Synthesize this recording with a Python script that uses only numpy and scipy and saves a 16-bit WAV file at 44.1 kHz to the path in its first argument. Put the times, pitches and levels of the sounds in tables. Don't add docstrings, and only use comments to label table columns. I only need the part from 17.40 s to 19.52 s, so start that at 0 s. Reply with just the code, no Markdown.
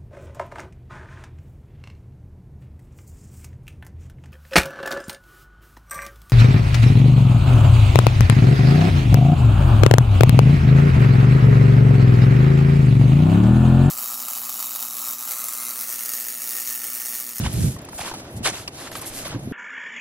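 import sys
import numpy as np
from scipy import signal
from scipy.fft import rfft, irfft
from scipy.io import wavfile
from scipy.ndimage import uniform_filter1d, minimum_filter1d

SR = 44100
rng = np.random.default_rng(int(sys.argv[2]) if len(sys.argv) > 2 else 0)


def rack_gain(trim_db):
    fader = np.asarray(trim_db, float)
    return 10 ** (fader / 20)


def inscribe(sig):
    pcm = np.round(np.clip(np.atleast_2d(sig).T, -1, 1) * 32767)
    wavfile.write(sys.argv[1], SR, pcm.astype(np.int16))


N = 93624


def evened(x):
    return x / np.sqrt(np.mean(x ** 2) + 1e-20)


def read(points, hz):
    f, value = np.transpose(points)
    return np.interp(np.log(hz + 1), np.log(f + 1), value)


def add(mix, s, sound):
    at = round(s * SR)
    sound = sound[:, max(-at, 0):]
    part = mix[:, max(at, 0):][:, :sound.shape[1]]
    part += sound[:, :part.shape[1]]


def lumps(per_s):
    size = max(int(SR / per_s), 2)
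    noise = rng.standard_normal(N + 8000)
    return evened(uniform_filter1d(uniform_filter1d(noise, size), size)[:N])


def ports(x, other, colour_db, side_db, shared):
    n, lean = len(x), -0.21
    mid, far = rfft(x) * rack_gain(colour_db), rfft(other) * rack_gain(colour_db)
    shared = np.clip(shared, 0, 1)
    side = rack_gain(side_db) * ((lean - 1j) * shared * mid + np.sqrt(1 - shared ** 2) * far)
    return np.array([irfft(mid, n), irfft(side, n)]) / np.sqrt(np.mean(rack_gain(colour_db) ** 2))


# (frequency [Hz], side minus mid [dB])
NEAR_SIDES = [(60, -52), (150, -53), (380, -39), (950, -19), (2380, -2), (5980, 2.5), (15000, 6.5)]


def near_side_db(hz):
    return read(NEAR_SIDES, hz)


def chance_sizes():
    spread_db = 3.3
    return rack_gain(spread_db * np.minimum(rng.exponential(1, N), 4))


def grains(click_db):
    out, t, grain_cycles = np.zeros(N), np.arange(600) / SR, 4.0
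    for hz in np.geomspace(350, 15000, num=26):
        hits = chance_sizes() * (rng.random(N) < .16 * hz / SR)
        u = t * hz / grain_cycles
        ring = u * np.exp(-3 * u) * np.sin(2 * np.pi * hz * t)
        out += evened(signal.oaconvolve(hits, ring)[:N]) * np.sqrt(hz)
    z = rfft(out)
    z /= np.sqrt(uniform_filter1d(abs(z) ** 2, size=401)) + 1e-9
    clicks = chance_sizes() * (rng.random(N) < .1) * rng.choice([-1., 1.], N)
    mixed = evened(evened(irfft(z, N)) + rack_gain(click_db) * evened(clicks))
    return mixed * rack_gain(0.9 * lumps(per_s=300))


def bursts(table, colour, click_db, rise):
    fall_db, shared, widen_hz, pivot_hz = -11, 0.46, 2495, 3000
    out = np.zeros((2, N + SR))
    stream, spare = np.tile(grains(click_db), 2), np.tile(grains(click_db), 2)
    for start, length, db, tilt_db, width_db in table:
        at, n = max(round(start * SR), 0), round(1.3 * length * SR) + 64
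        hz, u = np.fft.rfftfreq(n, 1 / SR), np.arange(n) / SR / length
        colour_db = read(colour, hz) + tilt_db * np.log2((hz + 100) / pivot_hz)
        side_db = near_side_db(hz) + width_db * hz / (hz + widen_hz) * 1.85
        shape = np.sin(np.pi / 2 * np.minimum(u / rise, 1)) ** 1.4
        shape *= rack_gain(fall_db * np.maximum(u - rise, 0) ** 2 / (1 - rise) ** 2)
        shape *= np.clip((1.3 - u) / 0.12, 0, 1)
        pair = ports(stream[at:at + n], spare[at:at + n], colour_db, side_db, shared)
        add(out, start, rack_gain(db) * shape * pair)
    return out[:, :N]


def cracks(table, t60, db_more, side_db):
    out, t = np.zeros((2, N + SR)), np.arange(2048) / SR
    draws = rng.random((len(table), 3))
    for (s, db, hz), (a, b, c) in zip(table, draws):
        ring = np.sin(2 * np.pi * hz * t)
        ring += 0.33 * np.sin(2 * np.pi * (hz * (1.49 + 0.33 * a) * t + b))
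        ring *= np.minimum(t * hz / 1.2, 1) * rack_gain(-60 * t / (t60 * (0.66 + 1.1 * c)))
        ring /= abs(ring).max()
        side = rack_gain(side_db + near_side_db(hz)) * np.roll(ring, round(SR / hz / 4))
        add(out, s, rack_gain(db + db_more) * np.array([ring, side]))
    return out[:, :N]


# (frequency [Hz], level [dB])
FLOOR_COLOUR = [(120, -9), (220, -7), (310, -1.5), (430, -10), (640, -7), (1080, -20.5), (5270, -34.5),
                (12000, -29.5), (15800, -51)]
# (frequency [Hz], side minus mid [dB])
FLOOR_WIDTH = [(100, -90), (300, -25), (700, -14.5), (1500, 2), (3000, 5.5), (7000, 4.5), (15000, -2.5)]


def floor():
    hz = np.fft.rfftfreq(N, 1 / SR)
    colour_db = read(FLOOR_COLOUR, hz) + 6.3 * np.log2(np.clip(hz / 120, 1e-3, 1))
    side_db = read(FLOOR_WIDTH, hz)
    pair = ports(rng.standard_normal(N), rng.standard_normal(N), colour_db, side_db, 0.24)
    return rack_gain(-42 + 0.54 * lumps(5.1)) * pair


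# (time [s], level [dB])
WIND_GUSTS = [(0, -23), (.07, -22.5), (.11, -29), (.17, -20.5), (0.27, -16.5), (0.322, -31.5), (.46, -45),
              (0.901, -45), (.96, -35.5), (1.023, -27.5), (1.06, -44), (1.76, -48.5), (1.915, -38.5),
              (1.95, -30), (2.12, -35.5)]
# (frequency [Hz], level [dB per Hz])
WIND_COLOUR = [(25, -14), (60, -4), (117, -2), (218, -12), (370, -27), (600, -39)]


def wind():
    lump_db, wind_db, side_level_db, lean, apart, rumble_hz = 2, -1, -16, -0.13, 0.44, 57.7
    s, db = np.transpose(WIND_GUSTS)
    level_db, hz = np.interp(np.arange(N) / SR, s, db), np.fft.rfftfreq(N, 1 / SR)
    colour_db = read(WIND_COLOUR, hz) - 30 * np.log2(np.maximum(hz / 600, 1))
    side_db = 10.0 * np.log2((hz + 1) / 150)
    mid, side = ports(rng.standard_normal(N), rng.standard_normal(N), colour_db, side_db, 0)
    mid = evened(evened(mid) * rack_gain(lump_db * lumps(49)))
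    side = evened(evened(side) * rack_gain(lump_db * lumps(65))) * rack_gain(side_level_db) + lean * mid
    blown = rack_gain(level_db + wind_db) * np.array([mid, side * rack_gain(apart * (level_db + 20))])
    return signal.sosfilt(signal.butter(2, rumble_hz, "high", fs=SR, output="sos"), blown)


# (time [s], peak level [dB], pitch [Hz])
PORT_THUMPS = [(0.269, -27, 209), (1.004, -23.5, 227), (1.119, -31, 179), (1.945, -19, 229),
               (1.95, -27.5, 103), (1.957, -21, 297), (1.989, -33, 186), (2.019, -31, 119.4),
               (2.058, -28, 114), (2.071, -20, 227), (.058, -15, 72), (.55, -33, 62.5), (.6, -35, 80),
               (.945, -26.5, 109), (.965, -25.5, 132), (1.005, -29, 75.4), (2.113, -18.5, 240)]


def thumps():
    return cracks(PORT_THUMPS, t60=0.044, db_more=-1.2, side_db=31.2)


# (start [s], length [s], level [dB], tilt [dB per octave], width [dB])
STALK_RUSTLES = [(.09, 0.15, -39, -2, -1), (.17, 0.18, -37.5, -1, 0), (.958, 0.033, -45.5, -0.5, -0.5),
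                 (1.505, 0.072, -40.5, -4, -5), (1.555, 0.047, -40, 15, -4), (1.652, 0.044, -34, 3.5, -3.5),
                 (1.67, 0.11, -42, -5.5, -1), (1.722, 0.097, -38.5, 0.5, -3), (1.755, 0.16, -41, -6, 1.5),
                 (1.875, .012, -45, 16, -12), (2.1, 0.039, -51.5, 7, -27.5), (.385, 0.011, -50, -8, 15.5),
                 (.415, 0.0094, -57.5, 4, 10.5), (.445, 0.013, -56.5, 2, 8.5), (.485, .014, -43.5, -7, 8),
                 (1.611, 0.018, -40.5, 4, 1.5), (.736, 0.012, -43.5, 4, 2.5), (.832, 0.0089, -55.5, 8, 3),
                 (1.99, 0.012, -49, -8, 10), (1.97, .15, -55.5, 3.5, 2.5), (.88, 0.1, -56.5, 6, 3)]
# (frequency [Hz], level [dB per Hz])
STALK_COLOUR = [(710, -17.5), (1200, -9), (1800, -6), (2760, -5), (4930, -3.5), (11300, 1), (12800, -2),
                (15500, -28)]


def rustles():
    return bursts(STALK_RUSTLES, STALK_COLOUR, click_db=2.5, rise=0.42)


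# (time [s], peak level [dB], pitch [Hz])
STALK_SNAPS = [
    (0.129, -31, 10430),
    (0.1378, -29, 11500),
    (1.1243, -53, 6840),
    (1.517, -35, 11800),
    (1.5664, -37, 10700),
    (1.6127, -41.5, 10800),
    (1.6224, -42, 5900),
    (1.8787, -32.5, 10040),
    (1.9934, -64, 11200),
]


def snaps():
    return cracks(STALK_SNAPS, t60=0.011, db_more=4, side_db=-2)


# (time [s], peak level [dB], pitch [Hz])
TWIG_CRACKS = [
    (.117, -33, 3100),
    (1.2764, -25, 2800),
    (1.2766, -36, 8200),
    (1.2768, -38, 13000),
    (1.2793, -24, 5500),
    (1.2793, -30, 9300),
    (1.2795, -26, 2700),
    (1.2795, -39, 14500),
    (1.2845, -34, 4500),
]


def twigs():
    return cracks(TWIG_CRACKS, t60=.0045, db_more=0, side_db=5)


# (time [s], peak level [dB], pitch [Hz])
CRUST_POPS = [(0.062, -15, 980), (0.364, -27.5, 1070), (0.388, -38, 730), (0.487, -28, 866),
              (0.531, -24, 955), (0.592, -15, 724), (0.615, -17, 830), (0.716, -22.5, 900),
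              (0.739, -20, 876), (1.061, -21, 1170), (1.077, -13, 1730), (1.554, -17.5, 1260),
              (1.622, -25.5, 1080), (1.857, -22.5, 573)]


def pops():
    return cracks(CRUST_POPS, t60=0.014, db_more=-5.5, side_db=0.56)


# (time [s], peak level [dB], pitch [Hz])
MORE_CRUST_POPS = [(.037, -27, 2800), (.047, -25.5, 1790), (.051, -25, 3000), (.063, -24.5, 3600),
                   (.067, -24, 3070), (.456, -42, 1450), (.473, -45, 694), (.4865, -30.5, 1250),
                   (.531, -30.5, 1380), (.608, -37, 1430), (.612, -32, 2400), (.619, -30, 1860),
                   (.635, -33, 686), (.664, -28, 1100), (.672, -31, 1500), (.677, -23.5, 1020),
                   (.699, -26, 900), (.712, -25, 990), (.744, -27, 770), (1.045, -22, 3170),
                   (1.051, -38, 1260), (1.054, -34, 1060), (1.058, -17, 1130), (1.064, -15.5, 2170),
                   (1.068, -22.5, 970), (1.072, -21, 1340), (1.084, -22, 1540), (1.099, -29, 6130),
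                   (1.125, -39, 5500), (1.136, -32, 574), (1.152, -31, 3800), (1.062, -20.5, 540),
                   (.056, -23.5, 2120), (.07, -26, 2020), (.648, -31, 613)]


def more_pops():
    return cracks(MORE_CRUST_POPS, t60=0.015, db_more=-2.3, side_db=1.7)


# (start [s], length [s], level [dB], tilt [dB per octave], width [dB])
SNOW_CRUNCHES = [(-.05, 0.2, -40, 1.5, 2), (.035, 0.052, -34, -2, 1), (.35, 0.21, -49.5, -2.5, -13),
                 (.5, 0.17, -47.5, 8, 4.5), (.576, 0.029, -37, -0.5, -3.5), (.6, 0.027, -32.5, 0, -5),
                 (.622, 0.051, -35, -3, -1.5), (.648, 0.076, -36, 0, 0), (.708, 0.03, -40, -9, 16.5),
                 (.735, 0.025, -39, -1.5, 2.5), (.75, 0.082, -48.5, -0.5, 7), (.795, 0.011, -47.5, -2, -5),
                 (.83, 0.086, -48, -3.5, 3), (1.026, 0.035, -39.5, 2, 4), (1.04, 0.067, -22, -1, 1),
                 (1.118, 0.05, -36.5, -1, 3), (1.14, 0.11, -39, 1, -1.5), (1.276, 0.017, -40.5, -3.5, 8),
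                 (1.3, 0.17, -48, 2, 3), (1.365, 0.14, -41, -0.5, -5), (1.45, 0.045, -42.5, -3.5, 3),
                 (1.549, 0.081, -39.5, 0, -4), (1.549, .018, -34.5, -1, -3), (1.514, .008, -40, -1.5, 0),
                 (1.615, 0.07, -39, -1, -2), (1.842, 0.052, -36, -0.5, 2.5), (1.885, 0.08, -35.5, -4.5, 4)]
# (frequency [Hz], level [dB per Hz])
CRUST_COLOUR = [(180, -18), (400, -10.5), (1090, -5.5), (2170, -9.5), (4000, -11.5), (8000, -16),
                (11500, -16), (13500, -24), (15800, -63)]


def crunches():
    return bursts(SNOW_CRUNCHES, CRUST_COLOUR, click_db=-10, rise=0.36)


def scene():
    background = floor() + wind() + thumps()
    plants = rustles() + snaps() + twigs()
    snow = pops() + more_pops() + crunches()
    mid, side = background + plants + snow
    return np.array([mid + side, mid - side])


# (frequency [Hz], level [dB])
MID_THRESHOLD = [(4500, -110), (6000, -87), (8000, -79.5), (12000, -81), (13500, -79), (16000, -84)]
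# (frequency [Hz], level [dB])
SIDE_THRESHOLD = [(60, -68), (500, -81), (900, -110), (12000, -110), (14000, -98), (16000, -86)]


def mute_weak_bands(pair):
    lead = 392
    pair = np.pad(pair, ((0, 0), (lead, 0)))
    hz, t, z = signal.stft(pair, SR, "cosine", nperseg=2048)
    band = np.arange(len(hz)) // 32
    band[:32] = -(np.arange(32) // 8) - 1
    band = np.unique(band, return_inverse=True)[1]
    join = band[:, None] == np.arange(band.max() + 1)
    average = (join / join.sum(0)).T
    level_db = 10 * np.log10(average @ abs(z) ** 2 + 1e-20)
    level_db = (level_db + 1.1 * rng.standard_normal(level_db.shape))[:, band]
    centre = (average @ hz)[band]
    masked = (level_db[0] < level_db[1] - 8) & (centre[:, None] > 6000)
    busy = level_db[0, 40:140].mean(0) > -58.5
    edge = np.diff(pair[0], 2, append=np.zeros(4096))
    peak = -minimum_filter1d(-abs(edge), size=1024)
    crest = peak / np.sqrt(uniform_filter1d(edge ** 2, size=1024) + 1e-14)
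    sharp = (crest[::1024][:len(t)] > 6.0) & ~busy
    masked = np.where(busy, centre[:, None] > 11600, masked & ~sharp)
    z[0] *= (level_db[0] + 12 * sharp > read(MID_THRESHOLD, centre)[:, None]) & ~masked
    z[1] *= level_db[1] > read(SIDE_THRESHOLD, centre)[:, None]
    return signal.istft(z, SR, "cosine", nperseg=2048)[1][:, lead:lead + N]


def low_pass(x):
    return signal.sosfilt(signal.butter(12, 15620, fs=SR, output="sos"), x)


def record(dry):
    mid, side = mute_weak_bands(np.array([dry[0] + dry[1], dry[0] - dry[1]]) / 2)
    return low_pass(np.array([mid + side, mid - side]))


dry = scene()
out = record(dry)
inscribe(out)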